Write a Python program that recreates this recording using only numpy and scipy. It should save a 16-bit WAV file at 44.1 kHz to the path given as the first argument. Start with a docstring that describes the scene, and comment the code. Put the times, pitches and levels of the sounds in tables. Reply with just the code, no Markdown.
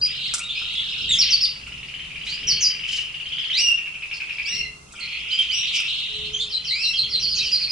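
"""A hard-walled room with wire cages, where canaries sing. Slurs, peeps and rising calls are gliding sine notes with
overtones; rolls and trills repeat quick sweeps and chips, the rolls heard mostly by way of the walls.
Filtered noise and decaying tones make ticks on the bars, and noise swelling in beats makes wing flutters.
Faint blurred chatter lies behind, over a low rumble and a narrow hum that swell and fade together."""
import sys
import numpy as np
from scipy import signal
from scipy.fft import rfft, irfft
from scipy.io import wavfile
from scipy.ndimage import map_coordinates

SR = 44100
rng = np.random.default_rng(int(sys.argv[2]) if len(sys.argv) > 2 else 0)


def transcribe(signal):
    """Save signal, clipped to [-1, 1], as a 16-bit WAV file at the path in sys.argv[1]."""
    frames = np.atleast_2d(signal).T
    limited = np.clip(frames, -1, 1)
    pcm = np.round(limited * 32767).astype(np.int16)
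    wavfile.write(sys.argv[1], SR, pcm)


N = 340011
T = np.arange(N) / SR


def undb(db):
    """Decibels to gain."""
    return 10 ** (np.asarray(db) / 20)


def add(track, s, sound):
    """Mix a sound into a track at time s."""
    i = max(int(s * SR), 0)
    track[i:i + len(sound)] += sound[:max(N - i, 0)]


def over_time(points):
    """Join (seconds, value) points by straight lines over the whole scene."""
    return np.interp(T, *np.transpose(points))


def on_log_axis(hz, points):
    """Read (Hz, value) points at the given frequencies."""
    point_hz, value = np.transpose(points)
    return np.interp(np.log(hz + 1), np.log(point_hz), value)


def noise(points):
    """Noise of rms 1 with a spectrum of (Hz, dB) points."""
    spectrum = rfft(rng.standard_normal(N))
    gain = undb(on_log_axis(np.fft.rfftfreq(N, 1 / SR), points))
    x = irfft(spectrum * gain, N)
    return x / x.std()


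def walk(rate, size):
    """Smooth random wander of spread near 1, through `rate` random knots a second."""
    knots = rng.standard_normal(1024)
    return map_coordinates(knots, [np.arange(size) * rate / SR], order=3, mode="wrap")


def syrinx(length, pitches, waver, edge):
    """One note: progress 0-1, the phase of a smooth, slightly unsteady glide, and its soft-edged envelope."""
    u = np.linspace(0, 1, int(length * SR))
    hz = map_coordinates(np.array(pitches, float), [u * (len(pitches) - 1)], order=2, mode="nearest")
    unsteady_hz = hz * (1 + waver * walk(504.7, len(u)))
    phase = 2 * np.pi * np.cumsum(unsteady_hz) / SR
    gate = np.sin(np.pi / 2 * np.clip(np.minimum(u, 1 - u) / edge, 0, 1)) ** 2
    return u, phase, np.sqrt(2) * gate


def rasp(x, db):
    """Quick irregular flutter of the membranes spreads a skirt of noise around each note."""
    return x * (1 + undb(db) * noise([(20, 3.0), (900, 7), (2200, -13), (4000, -13.0), (8000, -71)]))


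def phrase(first_s, last_s, count, slowing, db, swell_db, first_hz, last_hz):
    """Syllables as (s, dB, Hz): evenly timed, slowing or quickening, as level and pitch drift through the phrase."""
    scatter_db, scatter_pitch = 1.5, 0.0257  # spread from syllable to syllable: dB, share of pitch
    u = np.linspace(0, 1, count)
    times = first_s + (last_s - first_s) * (u - slowing * u * (1 - u))
    loud, high = rng.standard_normal((count, 2)).T
    levels = db + swell_db * (u - .5) + scatter_db * loud
    pitches = (first_hz + (last_hz - first_hz) * u) * (1 + scatter_pitch * high)
    return zip(times, levels, pitches)


def room(x, direct_db, echo_db, early_db, width):
    """Direct sound, separate slaps from trays and near walls, then a dense tail; the two close ports hear much the same."""
    # Time the tail takes to fall by 60 dB, shorter in the treble. Each row: frequency in Hz, time in seconds.
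    t60_points = [(1000, 0.63), (3000, 0.46), (6000, 0.32), (11000, 0.12)]
    slaps_per_s = 500
    t = T[:2 * SR // 3]
    hits = rng.random((len(t))) < slaps_per_s / SR
    slaps = rng.standard_normal((2, len(t))) * hits * np.sqrt(SR / slaps_per_s)
    hz, frame_s, cells = signal.stft(rng.standard_normal((2, len(t))), SR, nperseg=256)
    decay_db = -60 * frame_s / on_log_axis(hz, t60_points)[:, None]
    tail = signal.istft(cells * undb(decay_db), SR)[1][:, :len(t)]
    tail = tail * np.clip(t / 0.0035, 0, 1) + undb(early_db) * slaps * np.exp(-t / 0.029)
    mid, side = tail / np.sqrt(np.sum(tail ** 2, axis=1, keepdims=True))
    responses = np.array([mid + width * side, mid - width * side])
    echoes = signal.fftconvolve(x[None], responses, axes=1)[:, :N]
    return undb(direct_db) * x + undb(echo_db) * echoes


def background():
    """Rumble, hiss and a narrow hum shared by both ports, with opposed noise that makes the room air wide."""
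    # Colour of the room noise. Each row: frequency in Hz, level in dB.
    air = [(20, -4), (45, 0.5), (65, 6.5), (95, -6), (140, 3), (200, -5.5), (300, -11.5), (600, -15.5),
           (900, -15.5), (1300, -12), (1800, -25), (3000, -24.5), (6000, -17.5), (11000, -26)]
    # Steady part of the rumble, ahead of its low-pass. Each row: time in seconds, level in dB.
    steady_rumble = [(0, -49), (2, -45), (3.5, -50.5), (4.1, -52), (5.6, -50), (7.7, -49)]
    # Swells of rumble and hum. Each row: time of full swell in seconds, hold in seconds,
    # rumble level in dB (ahead of its low-pass), hum level in dB.
    swell_rows = [(0, 0.019, -43, -61), (1.04, 0.16, -41.5, -59.5), (2.467, 0.045, -39, -53),
                  (4.556, .06, -42.5, -57), (6.172, 0.16, -45, -47), (7.037, 0.47, -46, -58)]
    attack_s, release_s = 0.093, 0.15
    hum_hz, hum_floor_db = 425, -70.5  # the floor is the hum between swells

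    rumble_gain, hum_gain = undb(over_time(steady_rumble)), undb(hum_floor_db)
    for s, hold, rumble_db, hum_db in swell_rows:
        attack = np.clip(1 + (T - s) / attack_s, 0, 1)
        swell = attack * np.exp(-np.maximum(T - s - hold, 0) / release_s)
        rumble_gain = np.hypot(rumble_gain, undb(rumble_db) * swell)
        hum_gain = np.hypot(hum_gain, undb(hum_db) * swell)

    low_pass = signal.butter(2, 380, fs=SR, output="sos")
    hiss_high_pass = signal.butter(2, 400, "high", fs=SR, output="sos")
    side_high_pass = signal.butter(2, 330, "high", fs=SR, output="sos")
    rumble = signal.sosfilt(low_pass, noise(air)) * rumble_gain
    hiss = signal.sosfilt(hiss_high_pass, noise(air)) * undb(-49)
    # a slow wander of phase gives the hum its narrow width
    hum = hum_gain * np.sqrt(2) * np.sin(2 * np.pi * hum_hz * T + walk(28, N) / 2)
    side = undb(-48.0) * signal.sosfilt(side_high_pass, noise(air)) + undb(-67.5) * noise(air)
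    return rumble + hiss + hum + side * np.array([[1], [-1]])


def chatter(count=1800):
    """Birds at the far end of the room: many faint chips of random pitch and slope that the room blurs together."""
    # Loudness of the chatter. Each row: time in seconds, level in dB ahead of the room.
    loudness = [(0, -37.5), (.3, -36.5), (.45, -45.5), (1.25, -31), (1.6, -46.5), (2.1, -47.5), (2.4, -39),
                (3.1, -48), (3.45, -36.5), (3.9, -51.5), (4.55, -40), (4.8, -72), (5.0, -42.5), (5.75, -37),
                (6.25, -45.5), (7.2, -41), (7.5, -38), (7.71, -45.5)]
    # Which pitches stand out. Each row: chip pitch in Hz, relative level in dB.
    colour = [(1200, -17.5), (1800, -16), (2200, -2), (3000, 6.5), (3700, -8.5), (5300, -5), (6000, -74)]
    out = np.zeros(N)
    for k, (when, height, slope) in enumerate(rng.random((count, 3))):
        hz = 1300 + 4300 * height
        sweep = hz * np.array([.88, 1.12]) ** np.sign(slope - .5)  # either sign of the power: up or down
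        u, phase, gate = syrinx(0.0147, sweep, waver=0.022, edge=1.0)
        s = (k + when) / count * N / SR
        add(out, s, undb(on_log_axis(hz, colour)) * gate * np.sin(phase))
    return out / out.std() * undb(over_time(loudness))


def whistler(since, until, waver, edge):
    """One bird's turn of slurs and peeps, with a quick tremble in pitch; its throat damps the overtones."""
    # Short arched peeps. Each row: start in seconds, length in seconds, pitch in Hz,
    # glide from start to end in Hz, level in dB, octave in dB relative to the fundamental.
    peep_rows = [ (0.01, 0.052, 4900, 207, -17.5, -42), (0.395, 0.034, 2650, 552, -30, -28),
                 (0.431, 0.036, 3750, 150, -29.5, -33), (0.489, 0.0226, 3540, 350, -23.5, -23),
                 (0.546, 0.067, 2550, 200, -29.5, -6), (0.749, 0.061, 3443, -48, -23.5, -30),
                 (1.087, 0.064, 3560, -720, -14.5, -9), (5.003, 0.041, 2150, -130, -38.5, 8.5),
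                 (5.11, 0.048, 2110, -130, -41, 4), (5.302, 0.031, 3070, 106, -21, -33),
                 (5.377, 0.028, 3234, 120, -17, -34), (5.484, 0.036, 3080, -150, -23, -22),
                 (5.755, 0.018, 2710, -600, -29, 5), (5.832, 0.01, 2620, 48, -26, -10),
                 (6.329, 0.033, 3230, -50, -25.5, -8), (6.387, 0.041, 3540, -230, -23.5, -16),
                 (6.405, 0.016, 4150, -460, -25, -17), (6.931, 0.018, 3170, -100, -22, -24),
                 (7.03, 0.016, 3300, -5, -22.5, -26), (7.358, .07, 2747, -800, -33, -20),
                 (7.417, 0.055, 3000, -450, -30, -13)]
    # Falling slurs. Each row: start in seconds, length in seconds, crest pitch in Hz, pitch it falls towards in Hz,
    # place of the crest from 0 to 1, level halfway in dB, swell from start to end in dB.
    slur_rows = [ (1.183, 0.054, 5510, 3800, 0.24, -11.5, -5), (1.297, 0.055, 6080, 4410, 0, -14.5, 14),
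                 (1.405, 0.054, 5370, 4606, 0.12, -16, 12), (1.444, 0.019, 4730, 3390, 0.1, -21.5, -20),
                 (2.467, .06, 5845, 4270, .05, -12.5, 0), (2.602, 0.062, 6460, 4730, 0, -11.5, 5.5),
                 (4.128, 0.0205, 5410, 4440, 0.02, -33.5, 0), (6.491, 0.064, 5510, 3955, 0.02, -27.5, 29.5),
                 (6.639, 0.081, 5845, 4050, 0, -25.5, 22.5), (6.793, 0.074, 5410, 3980, 0.07, -22, 17),
                 (6.945, 0.055, 5300, 4008, 0, -24, 35), (7.085, 0.078, 5420, 4082, 0.03, -25, 27),
                 (7.19, 0.073, 5940, 4360, 0, -23.5, 15), (7.275, 0.071, 5250, 4340, 0, -23.5, 6),
                 (7.345, 0.053, 6380, 3894, 0.13, -23, 18), (7.425, 0.062, 5450, 4400, 0, -26.5, -2),
                 (7.512, .053, 5200, 4274, 0, -18.5, -1), (7.581, 0.066, 5230, 4305, 0, -23, 15),
                 (7.675, .057, 5120, 4820, 0, -22, 27)]
    arches = [row for row in peep_rows if since <= row[0] < until]
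    falls = [row for row in slur_rows if since <= row[0] < until]
    throat = signal.butter(2, 7500, fs=SR, output="sos")
    return signal.sosfilt(throat, slurs(falls, waver, edge) + peeps(arches, waver, edge))


def peeps(rows, waver, edge):
    """Short notes that arch slightly along a glide."""
    arch_depth = 0.033  # the arch lowers both ends by this share of the pitch
    out = np.zeros(N)
    for s, length, hz, glide_hz, db, octave_db in rows:
        along = np.linspace(-1, 1, 10)
        pitches = hz * (1 - arch_depth * along ** 2) + glide_hz * along / 2
        u, phase, gate = syrinx(length, pitches, waver, edge)
        tone = np.sin(phase) + undb(octave_db) * np.sin(2 * phase)
        add(out, s, gate * undb(db) * tone)
    return out


def roll():
    """Each syllable is a zigzag: a strong upward sweep, then a drop and a second, softer rise."""
    # Rolls of syllables. 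Each row: first syllable in seconds, last in seconds, number of syllables,
    # slowing from -1 to 1, level in dB (ahead of the stroke levels), swell in dB,
    # pitch setting of the first syllable in Hz, of the last in Hz.
    roll_rows = [ (0.058, 0.186, 4, 0, -24, 1.5, 2830, 3955), (0.233, .283, 2, 0, -18, -2, 3800, 3920),
                 (0.485, 1.074, 14, .12, -20.5, 1, 3475, 3423),
                 (1.204, 1.35, 4, 0.0042, -20.5, -3.5, 3394, 3205),
                 (4.947, 4.985, 2, 0, -32, 5, 2660, 2640), (5.028, 5.413, 10, 0.0039, -23, 5, 2754, 2984),
                 (5.529, 5.664, 4, 0.005, -17.5, -1.5, 3080, 3493),
                 (5.733, 5.84, 3, 0.0013, -16.5, -9.5, 3000, 3050),
                 (5.872, 6.235, 8, 0, -18.5, -3.5, 3515, 3374)]
    out = np.zeros(N)
    for row in roll_rows:
        for s, db, hz in phrase(*row):
            rise = np.array([0.3994 * hz + 1230, .98 * hz, min(1.27 * hz, 4300)])
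            # (lag s, pitches Hz, stroke dB)
            strokes = [(-.003, rise, -6.5), (.014, rise[::-1], -13), (.026, .95 * rise, -12.5)]
            for lag, pitches, stroke_db in strokes:
                u, phase, gate = syrinx(0.012, pitches, waver=0.026, edge=0.19)
                tone = np.sin(phase) + undb(-24) * np.sin(2 * phase)
                add(out, s + lag, undb(db + stroke_db) * gate * tone)
    return rasp(out, db=-26.5)


def cage():
    """A claw or beak strikes the wire: a bright crack and a short ring of the bars."""
    # Knocks and ticks. Each row: time in seconds, crack level in dB (ahead of a 1 dB trim), peak of the ring in dB.
    tick_rows = [(0.061, -47, -67), (.338, -24, -32), (0.616, -59, -42), (.733, -48, -57),
                 (1.148, -38.5, -61), (1.673, -55, -46), (4.923, -47, -76), (4.938, -60, -43),
                 (4.996, -48, -54), (5.756, -48, -64), (5.799, -44, -45)]
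    # Ringing modes of the bars. Each row: frequency in Hz, relative level in dB, time to fall 60 dB in seconds.
    bar_modes = [(1380, -6, 0.53), (1244, 11, 0.16), (1413, 20.5, 0.034), (1625, -24, 0.057)]
    out, t = np.zeros(N), T[:SR // 3]
    bright = noise([(1000, -44), (3500, 15), (5000, 18.0), (8500, 22.5), (11000, 7.5)])
    ring = sum(undb(mode_db - 60 * t / t60) * np.sin(2 * np.pi * hz * t) for hz, mode_db, t60 in bar_modes)
    ring = ring / np.abs(ring).max()
    for s, db, ring_db in tick_rows:
        # each tick takes its own stretch of noise
        crack = np.roll(bright, rng.integers(N))[:len(t)] * np.exp(-t / 0.0097)
        add(out, s, undb(db - 1) * crack + undb(ring_db) * ring)
    return out


def slurs(rows, waver, edge):
    """Whistles that tip over a crest, fall and level out; most get louder as they fall."""
    fall_share, octave_db = .45, -28  # width of the fall as a share of the slur; octave below the fundamental
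    out = np.zeros(N)
    for s, length, top_hz, end_hz, crest, db, swell_db in rows:
        fall = np.exp(-((np.linspace(0, 1, 20) - crest) / fall_share) ** 2)
        u, phase, gate = syrinx(length, end_hz + (top_hz - end_hz) * fall, waver, edge)
        tone = np.sin(phase) + undb(octave_db) * np.sin(2 * phase)
        add(out, s, gate * undb(db + swell_db * (u - .5)) * tone)
    return out


def trill():
    """Each chip opens with a flick up through a wide range, then lingers and sags; louder ones hold longer."""
    # Trills of chips. Each row: first chip in seconds, last in seconds, number of chips, slowing from -1 to 1,
    # level in dB (ahead of the trims on flick and body), swell in dB, first pitch in Hz, last pitch in Hz,
    # opening flick in dB relative to the chip level.
    trill_rows = [ (1.556, 2.429, 17, 0, -25.5, 5.5, 2746, 2923, -2.5),
                  (2.476, 2.792, 8, 0.0026, -20.5, -3, 3010, 2850, -4.5),
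                  (2.834, 2.977, 4, 0.0039, -15.5, 1.5, 2857, 2860, -9),
                  (3.032, 3.197, 4, 0.087, -21, -1, 2767, 2942, -11),
                  (3.254, 3.499, 5, -0.075, -16, 4.5, 3020, 3072, -8.5),
                  (3.773, 3.938, 3, 0.0039, -18.5, -5, 2664, 2616, -24),
                  (4.02, 4.382, 5, 0, -18, 1.5, 2720, 2522, -7.5),
                  (6.497, 6.64, 3, -0.0059, -23.5, 0, 3150, 3010, -28),
                  (7.141, 7.665, 9, -0.00053, -25.5, -0.5, 3107, 2470, -18)]
    out = np.zeros(N)
    for *row, flick_db in trill_rows:
        for s, db, hz in phrase(*row):
            flick = [1700, 2300, 0.95 * hz, 1.005 * hz, 5500]
            u, phase, gate = syrinx(0.0074, flick, waver=0.048, edge=0.3)
            add(out, s, undb(db - 2.5 + flick_db) * gate * np.sin(phase))

            length = np.clip(0.0168 + 0.0003 * (db + 23.5), .008, .03)
            sag = hz * np.array([1.09, 1.02, .99, 0.886])
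            u, phase, gate = syrinx(length, sag, waver=0.023, edge=0.14)
            tone = np.sin(phase) + undb(-28.0) * np.sin(2 * phase)
            add(out, s + 0.00199, undb(db - 8) * gate * tone)
    return rasp(out, db=-16.5)


def wings():
    """Feathers brush the air in a short swell of beats."""
    # Flutters. Each row: start in seconds, length in seconds, level at the middle in dB, ahead of the beats.
    flutter_rows = [(2.235, 0.1, -47.5), (2.83, 0.22, -42.5), (4.125, 0.072, -52), (5.367, 0.08, -46),
                    (5.711, 0.083, -38), (7.247, 0.45, -50.5)]
    # Colour of the feather noise. Each row: frequency in Hz, level in dB.
    feather_colour = [(1500, -31.5), (3000, 5), (5000, 11.5), (7000, 1.5), (11000, -12)]
    swell = np.zeros(N)
    for s, length, db in flutter_rows:
        add(swell, s, undb(db) * np.hanning(int(length * SR)))
    beats = undb(3.5 * np.sin(2 * np.pi * 24 * T))  # 24 beats a second, 3.5 dB up and down
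    return swell * noise(feather_colour) * beats


def calls():
    """Calls with the beak open rise towards a top pitch: a strong octave joins the fundamental, with weak overtones."""
    # Drawn-out rising calls. Each row: start in seconds, length in seconds, top pitch in Hz, rise time in seconds,
    # fundamental halfway in dB, its swell in dB, octave halfway in dB, its swell in dB.
    call_rows = [ (2.262, 0.093, 2520, .11, -48, 28, -31, 4),
                 (3.527, 0.036, 2310, 0.067, -39.5, 24, -21, 3),
                 (3.565, 0.168, 2886, .05, -18.5, 10.5, -25, -23.5),
                 (4.448, 0.14, 2835, 0.046, -30, -8, -30, -5),
                 (4.466, 0.206, 2157, 0.11, -40.5, 12, -38, -3),
                 (4.542, 0.072, 2804, 0.024, -37, 45, -34, -9),
                 (5.304, 0.062, 2456, 0.022, -56, -3, -29.5, 0),
                 (5.506, 0.096, 2864, 0.052, -33, -5, -26, 2.5), (6.70, 0.23, 2755, .17, -29, 3.5, -29, 0)]
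    start_share, sag_hz_per_s = .72, 1346  # starting share of the top pitch; fall of pitch after the rise
    out = np.zeros(N)
    for s, length, top_hz, rise_s, db, swell_db, octave_db, octave_swell_db in call_rows:
        t = np.linspace(0, length, 20)
        rise = np.sin(np.pi / 2 * np.minimum(t / rise_s, 1))
        sag_hz = sag_hz_per_s * np.maximum(t - rise_s, 0)
        pitches = top_hz * (start_share + (1 - start_share) * rise) - sag_hz
        u, phase, gate = syrinx(length, pitches, waver=0.018, edge=0.078)
        low = undb(db + swell_db * (u - .5)) * np.sin(phase)
        upper = np.sin(2 * phase) + undb(-19.0) * np.sin(3 * phase) + undb(-31.5) * np.sin(4 * phase)
        add(out, s, gate * (low + undb(octave_db + octave_swell_db * (u - .5)) * upper))
    return out


def scene():
    """The first slurs come from a near perch, the later ones from further back; the rolls arrive by way of the walls."""
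    # How squarely the near bird faces the microphone. Each row: time in seconds, direct sound in dB.
    facing = [(0, -4.5), (1.1, -6), (1.45, -0.5), (2.5, -9.5)]
    second_bird_s = 4
    first = whistler(0, second_bird_s, waver=0.018, edge=0.16)
    second = whistler(second_bird_s, N / SR, waver=0.0308, edge=0.12)
    near = room(rasp(first, db=-22.0), direct_db=over_time(facing), echo_db=-3.5, early_db=7, width=0.32)
    back = room(rasp(second, db=-22), direct_db=-9, echo_db=0.5, early_db=8.5, width=0.37)
    callers = room(rasp(calls(), db=-27.5), direct_db=-4.5, echo_db=-4.5, early_db=1.0, width=0.67)
    rolling = room(roll(), direct_db=-19, echo_db=0.5, early_db=3.5, width=0.6)
    trilling = room(trill(), direct_db=-4, echo_db=-3.5, early_db=-2.0, width=0.78)
    distant = room(chatter(), direct_db=-1, echo_db=-2.5, early_db=0.0, width=0.92)
    stirring = room(cage() + wings(), direct_db=5, echo_db=7.5, early_db=13.0, width=0.47)
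    left, right = near + back + callers + rolling + trilling + distant + stirring
    # the birds sit a little to the right, so the left port hears them one sample later
    left = np.append(0, left[:-1])
    return np.array([left, right]) + background()


def record(dry):
    """The recorder rounds the loudest peaks and cuts the top steeply."""
    ceiling, top_hz = 0.47, 11150  # peak limit as a share of full scale; upper edge in Hz
    rounded = ceiling * np.tanh(dry / ceiling)
    return signal.sosfiltfilt(signal.ellip(10, .1, 60, top_hz, fs=SR, output="sos"), rounded)


dry = scene()
out = record(dry)
transcribe(out)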